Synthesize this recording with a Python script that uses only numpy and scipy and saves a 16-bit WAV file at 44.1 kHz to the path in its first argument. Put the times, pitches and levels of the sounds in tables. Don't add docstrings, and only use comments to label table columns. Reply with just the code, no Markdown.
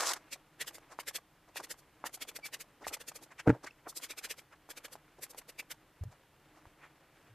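import sys
import numpy as np
from scipy import signal
from scipy.fft import rfft, irfft
from scipy.io import wavfile

SR = 44100
rng = np.random.default_rng(int(sys.argv[2]) if len(sys.argv) > 2 else 0)


def to_wav(sig):
    pcm = np.clip(np.atleast_2d(sig), -1, 1) * 32767
    pcm = np.round(pcm).astype(np.int16)
    wavfile.write(sys.argv[1], SR, pcm.T)


N = 323694
TIME_S = np.arange(N) / SR
USUAL_PUFF_DB = -43.5

# freq_hz, relative_db
ROOM_SPECTRUM = [(15, -24.5), (25, 2.5), (49, -3.5), (150, -5), (264, -11), (335, -16), (383, -10),
                 (655, -11), (749, -8.5), (1150, -11.5), (1910, -14.5), (2500, -21), (2780, -16.5),
                 (6040, -26.5), (15000, -26.5)]
RUB_SPECTRUM = [(100, -13), (210, -2.5), (300, 12), (390, 4.5), (600, 4), (1000, 2), (2300, 0.5),
                (3400, -6.5), (6000, -24), (15000, -31)]
CRACKLE_SPECTRUM = [(1200, -25), (3200, -3.5), (5400, 0.5), (8000, -2), (11000, -10), (15000, -17.5)]
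MIST_SPECTRUM = [(900, -14.5), (2200, -42), (3300, 3), (4300, 4.5), (6200, 5.5), (8500, 4.5), (11000, -2),
                 (13500, -2.5), (15500, -41)]
RUSH_SPECTRUM = [(190, -19), (290, 2), (370, -4), (490, 5), (720, -5), (1400, -9), (3000, -18)]
# time_s, level_db
SLEEVE_LEVELS = [(.24, -66.5), (.5, -72), (.8, -66), (1.3, -75), (1.6, -69.5), (3.8, -69.5), (4.5, -73.5),
                 (4.85, -69), (6.3, -71), (6.6, -67), (7.0, -69), (7.33, -67)]
# start_s, gain_db, ring_hz, tick_gain_db
PLASTIC_CLICKS = [(0.0075, -28.5, 1115, -7.5), (0.1342, -37.5, 1500, 2.5), (0.7828, -47.5, 600, -15),
                  (0.9887, -31, 960, -42), (1.5592, -39, 830, -24), (1.603, -47, 766, -13),
                  (2.0406, -30.5, 1020, -47), (2.3884, -46, 690, -20), (2.8676, -30, 870, -28),
                  (4.6896, -45, 910, -34), (4.9542, -41, 810, -23), (5.3468, -43.5, 810, -23),
                  (6.0369, -43.5, 470, -15.5), (6.6547, -49, 970, -25.5)]
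# peak_s, level_db, nominal_width_s, centre_hz, crackle_relative_db
FINGER_STROKES = [(0.166, -45, 0.009, 1200, -7), (0.924, -51, 0.015, 1050, -8),
                  (1.49, -58, 0.0096, 784, -13), (1.603, -45, 0.0099, 820, -11),
                  (2.06, -44, 0.013, 1020, -24), (2.828, -49, 0.012, 700, -15),
                  (2.922, -48.5, 0.013, 724, -28), (3.225, -55.5, 0.011, 560, -11),
                  (3.32, -52, 0.0097, 1500, -12.5), (3.4, -42.5, 0.0092, 2240, -8),
                  (3.473, -29.5, 0.0063, 520, -32), (3.55, -46, 0.015, 596, -24),
                  (3.645, -42.5, 0.0072, 780, -8), (3.672, -44.5, 0.0082, 1800, -8),
                  (3.873, -42.5, 0.0091, 875, -33), (4.532, -53.5, 0.011, 1370, -16),
                  (5.192, -54, 0.0066, 536, -15), (6.128, -60, 0.017, 940, -9),
                  (6.576, -63.5, 0.029, 960, -9), (6.843, -55.5, 0.026, 1740, -17.5),
                  (7.175, -68, 0.015, 2300, -15)]
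# peak_s, level_db, half_width_s, nozzle_relative_db
MIST_PUFFS = [(0.332, -40.5, 0.0073, -2), (0.617, -39, 0.0064, 3), (0.682, -41.5, 0.0067, -3),
              (0.754, -49, .0084, -7), (1.004, -46.5, 0.0065, 1), (1.086, -38, 0.0068, -1),
              (1.16, -37.5, 0.0072, -0.5), (1.574, -42.5, 0.0077, 3), (1.643, -47, 0.0064, -1),
              (1.714, -39.5, 0.0071, -5), (1.792, -60, 0.0086, -13), (2.067, -40.5, 0.0063, -0.5),
              (2.147, -42, 0.007, -11), (2.224, -42.5, 0.0064, 3.5), (2.291, -45.5, 0.0063, 0),
              (2.365, -42.5, 0.0055, -2), (2.462, -43, 0.0079, -0.5), (2.543, -43, 0.0064, 3.5),
              (2.612, -44.5, 0.0069, -4.5), (2.882, -40, 0.007, -5), (2.942, -37.5, 0.0061, 0),
              (3.014, -49.5, .006, 1.5), (3.088, -41, 0.0063, -6.5), (3.163, -46, .0066, -6.5),
              (3.236, -52, 0.0075, -11), (3.898, -43.5, 0.0074, -24), (3.974, -38, 0.0074, -17),
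              (4.041, -42.5, .01, -1.5), (4.111, -46.5, 0.0076, 5.5), (4.187, -43.5, 0.0062, 0.5),
              (4.25, -42.5, 0.0076, 3), (4.312, -40.5, 0.0077, 0.5), (4.39, -54, .0084, 0),
              (4.709, -44.5, 0.0064, -2.5), (4.778, -50, 0.0062, 3.5), (4.854, -48.5, 0.0063, 3.5),
              (4.933, -49, .0072, -7), (5.236, -40.5, 0.0076, -7), (5.309, -50, 0.0064, -13),
              (5.387, -44, .006, -7), (5.496, -49, .0056, -2), (5.598, -45, 0.0062, 1.5),
              (5.716, -42.5, 0.0058, 1)]
# time_s, treble_boost_db
MIST_FINENESS = [(.3, 1), (.7, 9), (1.6, 6.5), (2.2, 9), (3.0, 6), (4.2, 6.5), (5.2, 11), (5.7, 13)]
# peak_s, level_db, half_width_s, pitch_hz, roughness (0-1)
PLASTIC_SQUEAKS = [(0.617, -44.5, 0.011, 1828, 0.77), (2.446, -43.5, 0.0088, 2310, 0.19),
                   (2.85, -47.5, 0.007, 1894, 0.96), (3.678, -52.5, 0.0092, 2215, 0.6),
                   (3.71, -51.5, 0.0013, 2670, 0.18), (4.394, -46, 0.0011, 2200, 0.55),
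                   (5.599, -41.5, 0.0071, 2434, 0.75)]
# peak_s, level_db, nominal_width_s, pitch_hz
LOW_BUMPS = [(2.888, -62.5, .02, 72), (6.024, -37, 0.013, 87), (6.069, -42.5, 0.015, 107),
             (6.092, -54, 0.016, 113), (6.671, -54, 0.006, 76), (7.324, -60, 0.026, 112)]
# start_s, push_db, contact_s
THUMP_KNOCKS = [(3.4752, 1, 0.00085), (3.4816, -1, 0.00083), (3.4894, -11, 0.0011), (3.4944, 3.5, 0.0014),
                (3.5014, 0.5, 0.00047), (3.5076, -25, 0.0015), (3.5267, -17, 0.00097)]
# freq_hz, gain_db, t60_s
TABLE_MODES = [(79, -45, 0.021), (126.5, -21.5, 0.09), (250, -19.5, 0.0159), (290, -15.5, 0.031),
               (444, -18, 0.025), (586, -41.5, 0.112), (840, -22.5, 0.0292), (1425, -20.5, 0.016)]


def undb(db):
    return 10 ** (np.asarray(db) / 20)


def unit(x):
    return x / np.sqrt(np.mean(x ** 2) + 1e-20)


def add(track, sound, start_s):
    i = int(round(start_s * SR))
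    a, b = max(i, 0), min(i + sound.shape[-1], N)
    track[:, a:b] += sound[..., a - i:b - i]


def highpass(x, hz, order):
    return signal.sosfilt(signal.butter(order, hz, "high", fs=SR, output="sos"), x)


def colour(x, spectrum=None, centre_hz=None, q=1):
    freq_hz = np.fft.rfftfreq(x.shape[-1], 1 / SR) + 0.0008
    gain = np.ones(len(freq_hz))
    if spectrum is not None:
        hz, db = np.transpose(spectrum)
        gain = undb(np.interp(np.log(freq_hz), np.log(hz), db))
    if centre_hz is not None:
        gain = gain / (1 + 1j * q * (freq_hz / centre_hz - centre_hz / freq_hz))
    return unit(irfft(rfft(x) * gain, x.shape[-1]))


def noise(size, grain_db=0):
    levels_db = grain_db * np.clip(rng.standard_normal(size // 20 + 1), -2.5, 2.5)
    grains = np.repeat(undb(levels_db), 20)[:size]
    mid, side = rng.standard_normal((2, size)) * grains
    side = 0.7 * highpass(side, 4500, order=14)
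    return unit(mid + side * np.array([[1], [-1]]))


def swell(half_s, shape):
    t = np.arange(-4096, 4096) / SR
    return t, np.exp(-np.abs(t / half_s) ** shape / 2)


def room(air_db=-68.5, hum_db=-76, drone_db=-79, swell_at_s=6.57, swell_db=14):
    air = undb(air_db) * colour(noise(N), ROOM_SPECTRUM)
    hum = undb(hum_db) * colour(noise(N), centre_hz=146, q=8.5)
    rise_db = swell_db * np.exp(-((TIME_S - swell_at_s) / 0.14) ** 2)
    drone = undb(drone_db + rise_db) * colour(noise(N), centre_hz=313, q=120)
    return air + hum + drone


def sleeves(flutter_db=2.2, step_s=0.014, hiss_db=-13.5):
    steps_s = np.arange(0, N / SR, step_s)
    flutter = np.interp(TIME_S, steps_s, rng.standard_normal(len(steps_s)))
    level_db = np.interp(TIME_S, *np.transpose(SLEEVE_LEVELS)) + flutter_db * flutter
    rub = colour(noise(N, grain_db=2.5), RUB_SPECTRUM, centre_hz=750, q=0.15)
    hiss = colour(noise(N, grain_db=5), MIST_SPECTRUM)
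    return undb(level_db) * (rub + undb(hiss_db) * hiss)


def strands(size, centre_hz, crackle_db):
    soft_fingertips = signal.butter(2, 1.6 * centre_hz, fs=SR, output="sos")
    catches = signal.sosfilt(soft_fingertips, noise(size, grain_db=2.5))
    rub = colour(highpass(catches, 0.51 * centre_hz, order=1), RUB_SPECTRUM, centre_hz, q=0.77)
    crackle = colour(noise(size, grain_db=3.6), CRACKLE_SPECTRUM)
    return rub + undb(crackle_db) * crackle


def hair_drag(gain_db=-37.5, snag_db=2.6, tightest_s=0.083, tight_half_s=0.017,
              release_s=0.12, decay_s=0.019):
    out, t = np.zeros((2, N)), np.arange(SR // 2) / SR
    steps_s = np.arange(0, 0.5, 0.007)
    snags = undb(snag_db * np.interp(t, steps_s, rng.standard_normal(len(steps_s))))
    held = np.exp(-np.maximum(t - release_s, 0) / decay_s)
    tension = np.exp(-((t - tightest_s) / tight_half_s) ** 2 / 2)
    friction = strands(len(t), centre_hz=1080, crackle_db=-2.5 + 8.5 * tension)
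    add(out, undb(gain_db) * held * snags * highpass(friction, 450, order=2), start_s=0)
    return out


def clicks(ring_s=0.00089, tick_s=0.0039, rattle_s=0.012, contact_s=0.00032):
    out, t = np.zeros((2, N)), np.arange(2048) / SR
    attack = 1 - np.exp(-(t / contact_s) ** 2)
    for start_s, gain_db, ring_hz, tick_gain_db in PLASTIC_CLICKS:
        ring = np.cos(2 * np.pi * ring_hz * t) * np.exp(-t / ring_s) * attack
        tick = colour(noise(len(t)), centre_hz=4480, q=0.74) * np.exp(-t / tick_s)
        rattle = colour(noise(len(t)), RUB_SPECTRUM, ring_hz, q=1.4) * np.exp(-t / rattle_s)
        click = undb(11.5) * ring + undb(tick_gain_db + 7) * tick + undb(-14) * rattle
        add(out, undb(gain_db) * click, start_s)
    return highpass(out, 246, order=2)


def finger_strokes():
    out = np.zeros((2, N))
    for peak_s, level_db, nominal_width_s, centre_hz, crackle_db in FINGER_STROKES:
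        t, bell = swell(half_s=0.67 * nominal_width_s, shape=1.4)
        add(out, undb(level_db) * bell * strands(len(t), centre_hz, crackle_db), peak_s + t[0])
    return out


def near_reflections(x, gain):
    lags = rng.integers(12, 60, 3)
    return unit(x + gain * sum(rng.choice([-1, 1]) * np.roll(x, lag, axis=-1) for lag in lags))


def spray(usual_nozzle_hz=2226, pitch_scatter=0.049, rush_base_db=-52.5, rush_lead_s=0.002):
    out = np.zeros((2, N))
    mist_hz, mist_db = np.transpose(MIST_SPECTRUM)
    treble_weight = np.interp(mist_hz, [7000, 13000], [0, 1])
    _, gust = swell(half_s=0.0069, shape=1.34)
    for peak_s, level_db, half_s, nozzle_db in MIST_PUFFS:
        t, bell = swell(half_s, shape=1.495)
        nozzle_hz = usual_nozzle_hz * np.exp(pitch_scatter * rng.standard_normal())
        boost_db = np.interp(peak_s, *np.transpose(MIST_FINENESS))
        droplet_spectrum = np.column_stack([mist_hz, mist_db + treble_weight * boost_db])
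        mist = near_reflections(colour(noise(len(t), grain_db=1.5), droplet_spectrum), gain=0.2)
        jet = near_reflections(noise(len(t), grain_db=1.8), gain=0.3)
        nozzle = colour(highpass(jet, 0.53 * nozzle_hz, order=4), centre_hz=nozzle_hz, q=1.43)
        puff = undb(-1) * mist + undb(nozzle_db) * nozzle
        add(out, undb(level_db) * bell * puff, peak_s + t[0])
        rush = colour(noise(len(t), grain_db=1.5), RUSH_SPECTRUM)
        rush_db = rush_base_db + 0.43 * (level_db - USUAL_PUFF_DB) + 0.28 * nozzle_db
        add(out, undb(rush_db) * gust * rush, peak_s - rush_lead_s + t[0])
    return out


def plunger(usual_db=-55, scatter_db=1.5, hiss_db=-11, delay_s=0.029, jitter_s=0.0016, usual_hz=900):
    out = np.zeros((2, N))
    t, bell = swell(half_s=0.0022, shape=1.02)
    draws = rng.standard_normal((len(MIST_PUFFS), 3))
    for (puff_s, puff_db, *_), (late, loud, pitch) in zip(MIST_PUFFS, draws):
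        body_hz = usual_hz * 1.2 ** pitch
        body = colour(noise(len(t)), centre_hz=body_hz, q=0.98)
        body = colour(body, centre_hz=body_hz, q=0.61)
        tick = body + undb(hiss_db) * colour(noise(len(t)), MIST_SPECTRUM)
        level_db = usual_db + 0.73 * (puff_db - USUAL_PUFF_DB) + scatter_db * loud
        add(out, undb(level_db) * bell * tick, puff_s + delay_s + jitter_s * late + t[0])
    return highpass(out, 250, order=2)


def squeaks(octave_db=-13):
    out = np.zeros((2, N))
    for peak_s, level_db, half_s, pitch_hz, roughness in PLASTIC_SQUEAKS:
        t, bell = swell(half_s, shape=2.04)
        wander = roughness * np.cumsum(rng.standard_normal(len(t))) / 5
        phase = 2 * np.pi * pitch_hz * t + wander
        tone = np.sqrt(2) * (np.sin(phase) + undb(octave_db) * np.sin(2 * phase))
        add(out, undb(level_db) * bell * tone, peak_s + t[0])
    return out


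def bumps():
    out = np.zeros((2, N))
    for peak_s, level_db, nominal_width_s, pitch_hz in LOW_BUMPS:
        t, bell = swell(half_s=0.9 * nominal_width_s, shape=7.7)
        tone = np.sqrt(2) * np.cos(2 * np.pi * pitch_hz * t)
        add(out, undb(level_db) * bell * tone, peak_s + t[0])
    return out


def table_thump(scuff_db=-36, tick_db=-56, decay_s=0.008):
    out, t = np.zeros((2, N)), np.arange(SR // 2) / SR
    ring = sum(undb(db - 60 * t / t60_s) * np.sin(2 * np.pi * hz * t) for hz, db, t60_s in TABLE_MODES)
    for start_s, push_db, contact_s in THUMP_KNOCKS:
        push = np.hanning(int(contact_s * SR) + 2)
        knock = -np.convolve(ring, push / push.sum())[:len(t)]
        scuff = undb(scuff_db) * colour(noise(len(t)), RUB_SPECTRUM, centre_hz=1470, q=4.4)
        tick = undb(tick_db) * colour(noise(len(t)), CRACKLE_SPECTRUM)
        add(out, undb(push_db) * (knock + (scuff + tick) * np.exp(-t / decay_s)), start_s)
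    return highpass(out, 66.4, order=2)


def walls(x, t60_s=0.29, wet_db=-32):
    t = np.arange(SR // 2) / SR
    tail = colour(noise(len(t)), centre_hz=730, q=0.214) * undb(-60 * t / t60_s)
    tail /= np.sqrt(np.sum(tail[0] ** 2))
    return undb(wet_db) * signal.fftconvolve(x, tail, axes=1)[:, :N]


def scene():
    close = spray() + plunger() + hair_drag() + finger_strokes()
    close = close + clicks() + squeaks() + table_thump() + bumps()
    return close + walls(close) + sleeves() + room()


def record(dry):
    cutoff_hz = 14550
    return signal.sosfilt(signal.ellip(10, 0.2, 70, cutoff_hz, fs=SR, output="sos"), dry)


dry = scene()
out = record(dry)
to_wav(out)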